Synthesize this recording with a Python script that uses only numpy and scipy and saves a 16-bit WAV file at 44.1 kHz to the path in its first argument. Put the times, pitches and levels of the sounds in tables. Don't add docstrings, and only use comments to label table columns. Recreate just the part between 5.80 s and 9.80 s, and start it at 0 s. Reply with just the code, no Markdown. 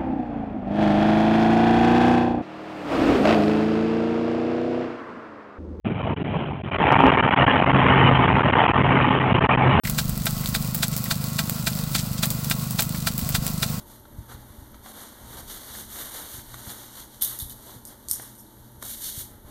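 import sys
import numpy as np
from scipy import signal
from scipy.fft import rfft, irfft, next_fast_len
from scipy.io import wavfile
from scipy.ndimage import uniform_filter1d, map_coordinates

SR = 44100
rng = np.random.default_rng(int(sys.argv[2]) if len(sys.argv) > 2 else 0)


def waveform_to_disk(signal):
    frames = np.transpose(np.atleast_2d(signal))
    scaled = np.clip(frames, -1, 1) * 32767
    samples = np.round(scaled).astype(np.int16)
    wavfile.write(sys.argv[1], SR, samples)


N = 176400
TIME = np.arange(N) / SR


def amp(db):
    return 10 ** (np.asarray(db) / 20)


def unit(x):
    return x / np.sqrt(np.mean(x ** 2) + 1e-20)


def curves(rows):
    times, *columns = np.transpose(rows)
    return [np.interp(TIME, times, column) for column in columns]


def wobble(rate):
    knots = rng.standard_normal(int(N * rate / SR) + 4)
    return map_coordinates(knots, [TIME * rate])


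def bumps(rows, steep):
    out = np.zeros(N)
    for at, width, height in rows:
        i = np.arange(max(0, int((at - 2 * width) * SR)), min(N, int((at + 2 * width) * SR)))
        out[i] += height * .5 ** (np.abs(2 * (i / SR - at) / width) ** steep)
    return out


def filtered(x, response):
    size = next_fast_len(N + SR // 2)
    return irfft(rfft(x, size) * response(np.fft.rfftfreq(size, 1 / SR)), size)[:N]


def equalised(x, points):
    hz, db = np.transpose(points)
    return filtered(x, lambda f: amp(np.interp(np.log(f + 1), np.log(hz + 1), db)))


def ringing(x, modes):
    def response(f):
        return sum(amp(db) * 1j * f * width / (hz * hz - f * f + 1j * f * width)
                   for hz, width, db in modes)
    return unit(filtered(x, response))


def patchy(x, depth_db):
    spectra = signal.stft(x, nperseg=1024)[2]
    patches = uniform_filter1d(rng.standard_normal(spectra.shape), size=5, axis=0)
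    patches = uniform_filter1d(patches, size=4, axis=1)
    return unit(signal.istft(spectra * amp(depth_db * unit(patches)), nperseg=1024)[1][:N])


def engine(firing_hz, load):
    # (time [s], relative firing tone level [dB], relative octave level [dB])
    drone_levels = [(0, -40.5, -58), (.6, -33, -52.5), (.85, -44, -52), (1.12, -38, -27.5),
                    (1.36, -33, -25.5), (1.78, -32.5, -27), (1.92, -22.5, -27.5), (2.35, -18, -27.5),
                    (2.6, -28, -32.5), (2.85, -28, -37), (3.15, -21.5, -27), (3.3, -28.5, -26.5),
                    (3.42, -26.5, -33), (3.72, -25, -32.5), (3.87, -18, -37.5), (4, -42, -29)]
    # (multiple of the firing rate, level at full load [dB])
    orders = [(3, -48.5), (6, -48), (7, -44), (8, -40), (10, -41.5), (15, -48), (20, -45)]
    # (time [s], relative level [dB])
    rumble_levels = [(0, -16.5), (.15, -30.5), (.3, -26), (.55, -26.5), (.78, -34), (.95, -29.5),
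                     (1.1, -21), (1.25, -21), (1.5, -25), (1.9, -22), (2.3, -20), (2.6, -21.5),
                     (2.85, -25.5), (3.0, -19.5), (3.4, -22.5), (3.55, -18.5), (3.7, -28), (4, -18)]
    # (frequency [Hz], relative level [dB])
    rumble_colour = [(20, -23), (40, -15.5), (65, -6.5), (90, -0.5), (130, 0), (190, 0.5), (290, -5),
                     (400, -7.5), (700, -25)]
    drone_trim_db, rumble_trim_db = -1, 1
    phase = 2 * np.pi * np.cumsum(firing_hz * (1 + 0.00505 * wobble(25))) / SR
    firing_db, octave_db = curves(drone_levels)
    drone = amp(firing_db + 1.5 * wobble(20)) * np.sin(phase + 0.084 * wobble(40))
    octave = amp(octave_db + 2 * wobble(22)) * np.sin(2 * phase + .7 * wobble(35))
    upper = sum(amp(db + 0.99 * wobble(12)) * np.sin(order * phase + 0.34 * wobble(30))
                for order, db in orders)
    tones = np.sqrt(2) * (amp(drone_trim_db) * (drone + octave) + load * upper)
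    rumble_db, = curves(rumble_levels)
    throb = patchy(rng.standard_normal(N), depth_db=2) * (1 + 0.36 * np.cos(phase))
    return tones + amp(rumble_db + rumble_trim_db) * unit(equalised(throb, rumble_colour))


def knives(firing_hz):
    # (time [s], typical lull depth [dB])
    chop = [(0, 11), (.5, 9), (.75, 15), (.95, 20.5), (1.12, 16), (1.26, 6.5), (1.45, 10.5), (1.9, 14),
            (2.25, 3), (2.7, 15), (2.88, 11.5), (3.1, 9.5), (4, 6)]
    blows_per_firing, scatter_periods = .6, 0.21
    lull_s, depth_spread = 0.0045, 0.29
    blow_count = np.cumsum(firing_hz * blows_per_firing) / SR
    late, deeper = rng.standard_normal((int(blow_count[-1]), 2)).T
    times = np.interp(np.arange(len(late)) + scatter_periods * late, blow_count, TIME)
    depths = np.maximum(0, 1 + depth_spread * deeper)
    lulls = bumps([(at, lull_s, depth) for at, depth in zip(times, depths)], steep=7.5)
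    chop_db, = curves(chop)
    force = amp(-chop_db * lulls)
    return force / np.sqrt(uniform_filter1d(force ** 2, size=SR // 10))


def cutter(firing_hz, load):
    # (time [s], relative level [dB])
    effort = [(0, -34), (.15, -32), (.29, -28.5), (.36, -33.5), (.48, -32.5), (.56, -28.5), (.68, -28.5),
              (.8, -38.5), (.9, -29), (.96, -21.5), (1.1, -16.5), (1.28, -14), (1.36, -16), (1.45, -17.5),
              (1.53, -15.5), (1.62, -16), (1.9, -18.5), (2.25, -15.5), (2.5, -19), (2.68, -20),
              (2.79, -14.5), (2.9, -19), (3.02, -21), (3.2, -17.5), (3.4, -22), (3.65, -18), (3.8, -19.5),
              (4, -18.5)]
    # (frequency [Hz], relative level [dB])
    air_colour = [(150, -31.5), (380, -9), (520, 2), (700, 4), (1000, 0), (1500, -11), (1950, -18),
                  (2400, -4), (2800, -13.5), (3150, -7.5), (4500, -13)]
    # (frequency [Hz], relative level [dB])
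    wood_colour = [(150, -13.5), (380, -1), (550, -0.5), (740, -1), (1100, -4.5), (1300, -4.5), (1550, -5),
                   (2050, -6.5), (2300, -5), (2700, -9), (3100, -7), (4500, -12)]
    # (frequency [Hz], width [Hz], relative gain [dB])
    housing = [(715, 71, -10), (855, 29, 1), (919.5, 20, 1.5), (1032, 92, -5.5), (1168, 110, -10.5),
               (1814, 44, -8), (2840, 43, -22), (2974, 58, -24.5)]
    chips_per_s, chip_spread_db = 3000, 0.5
    air_db, tearing_db, ring_db = -0.5, 0.5, -4.5
    rush = patchy(rng.standard_normal(N), depth_db=3.5)
    air = amp(air_db) * unit(equalised(rush, air_colour))
    strikes = rng.random(N) < chips_per_s / SR
    chips = strikes * rng.standard_normal(N) * amp(chip_spread_db * rng.standard_normal(N))
    grit = patchy(rng.standard_normal(N) + 0.84 * unit(chips), depth_db=3.5)
    tearing = unit(equalised(grit, wood_colour))
    wood = amp(tearing_db) * tearing + amp(ring_db) * ringing(chips, housing)
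    effort_db, = curves(effort)
    return amp(effort_db) * knives(firing_hz) * (np.sqrt(1 - load) * air + np.sqrt(load) * wood)


def hopper_scrapes():
    # (time [s], length [s], level [dB])
    scrapes = [(0.208, 0.024, -29), (0.285, 0.064, -27.5), (0.548, 0.043, -29)]
    # (frequency [Hz], width [Hz], relative gain [dB])
    hopper = [(405, 50, -16.5), (510, 100, -2.5), (652, 45, 8), (740, 50, -3.5), (890, 57, -21)]
    contact = bumps([(at, length, amp(db)) for at, length, db in scrapes], steep=3)
    return contact * ringing(rng.standard_normal(N), hopper)


def branch_cracks():
    # (time [s], peak [dB])
    cracks = [(1.1235, 6), (1.2046, 2), (1.2379, 4), (1.267, 4)]
    pitch_hz, decay_s = 864, 0.00057
    out, t = np.zeros(N), np.arange(SR // 50) / SR
    snap = np.sin(2 * np.pi * pitch_hz * t) * np.exp(-t / decay_s)
    for at, db in cracks:
        out[round(at * SR):][:len(t)] += amp(db) * snap / snap.max()
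    return out


def drum_boom():
    # (frequency [Hz], relative level [dB], t60 [s])
    modes = [(265.2, 2, 0.18), (344, -7, 0.13), (494, -13, 0.046)]
    # (time [s], gain [dB])
    slams = [(1.231, -7)]
    attack_s = 0.0069
    out, t = np.zeros(N), np.arange(SR // 2) / SR
    ring = sum(amp(db - 60 * t / t60) * np.sin(2 * np.pi * hz * t) for hz, db, t60 in modes)
    boom = ring * (1 - np.exp(-t / attack_s))
    for at, db in slams:
        out[round(at * SR):][:len(t)] += amp(db) * boom
    return out


def scene():
    # (time [s], firing rate [Hz])
    firing = [(0, 142.8), (.7, 141.4), (1.05, 138), (1.25, 134.8), (1.75, 131.6), (2.1, 134.7),
              (2.35, 132.7), (2.55, 127.5), (2.8, 129.4), (3.2, 131.2), (3.6, 130.3), (4, 130.2)]
    bite_start_s, bite_full_s = .86, 0.99
    firing_hz, = curves(firing)
    load = np.interp(TIME, [bite_start_s, bite_full_s], [0, 1])
    machine = engine(firing_hz, load) + cutter(firing_hz, load)
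    return (machine + hopper_scrapes() + branch_cracks() + drum_boom())[None]


def record(dry):
    # (time [s], length [s], depth [dB])
    dropouts = [(.094, 0.0051, 23), (.140, .012, 4.5), (.224, 0.006, 21), (.263, 0.006, 9),
                (.353, 0.018, 37.5), (.436, 0.01, 35.5), (.728, 0.0046, 24), (.827, 0.012, 36.5),
                (.906, 0.0099, 21), (.976, 0.0099, 32.5), (1.150, 0.0063, 28), (1.180, .008, 21.5),
                (1.227, .005, 14), (1.313, 0.0066, 27), (1.344, 0.003, 15), (1.368, 0.007, 28.5),
                (1.418, 0.014, 24.5), (1.474, 0.0053, 16.5), (1.503, 0.0083, 27.5), (1.554, 0.015, 31.5),
                (1.658, 0.012, 36.5), (1.775, 0.0033, 9), (1.809, 0.0056, 24), (1.834, .006, 11.5),
                (1.853, .010, 25), (1.924, .007, 24), (2.307, .006, 11.5), (2.382, 0.0084, 11),
                (2.472, 0.0096, 12.5), (2.517, 0.0036, 27), (2.627, 0.0082, 36), (2.718, 0.011, 25),
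                (2.748, 0.0092, 15.5), (2.873, 0.0085, 29), (2.927, 0.014, 29), (3.030, 0.01, 14),
                (3.297, 0.007, 11.5), (3.394, .006, 23), (3.537, 0.0089, 41), (3.601, .013, 27),
                (3.679, .017, 36.5), (3.767, .011, 41.5)]
    # (frequency [Hz], gain [dB])
    microphone = [(20, -16.5), (40, -7), (60, 1.5), (2900, -0.5), (3150, -4), (3500, -14), (4000, -24.5),
                  (4300, -35), (4550, -54.5), (4800, -120)]
    flutter_per_s, flutter_s, mean_flutter_db = 12, 0.0025, 17
    start_s, fade_in_s = .044, 0.0077
    soft_ceiling, clip_level, top_hz = .97, .71, 15800
    draws = rng.random((int(flutter_per_s * N / SR), 2))
    flutter = [(when * N / SR, flutter_s, mean_flutter_db * (.5 + depth)) for when, depth in draws]
    dips_db = np.maximum(bumps(dropouts, steep=4), bumps(flutter, steep=3))
    fade_in = np.clip((TIME - start_s) / fade_in_s, 0, 1)
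    broken = dry[0] * amp(-dips_db) * fade_in
    saturated = broken / np.sqrt(1 + (broken / soft_ceiling) ** 2)
    narrow = equalised(saturated, microphone)
    clipped = np.clip(narrow, -clip_level, clip_level)
    return filtered(clipped, lambda hz: hz < top_hz)[None]


dry = scene()
out = record(dry)
waveform_to_disk(out)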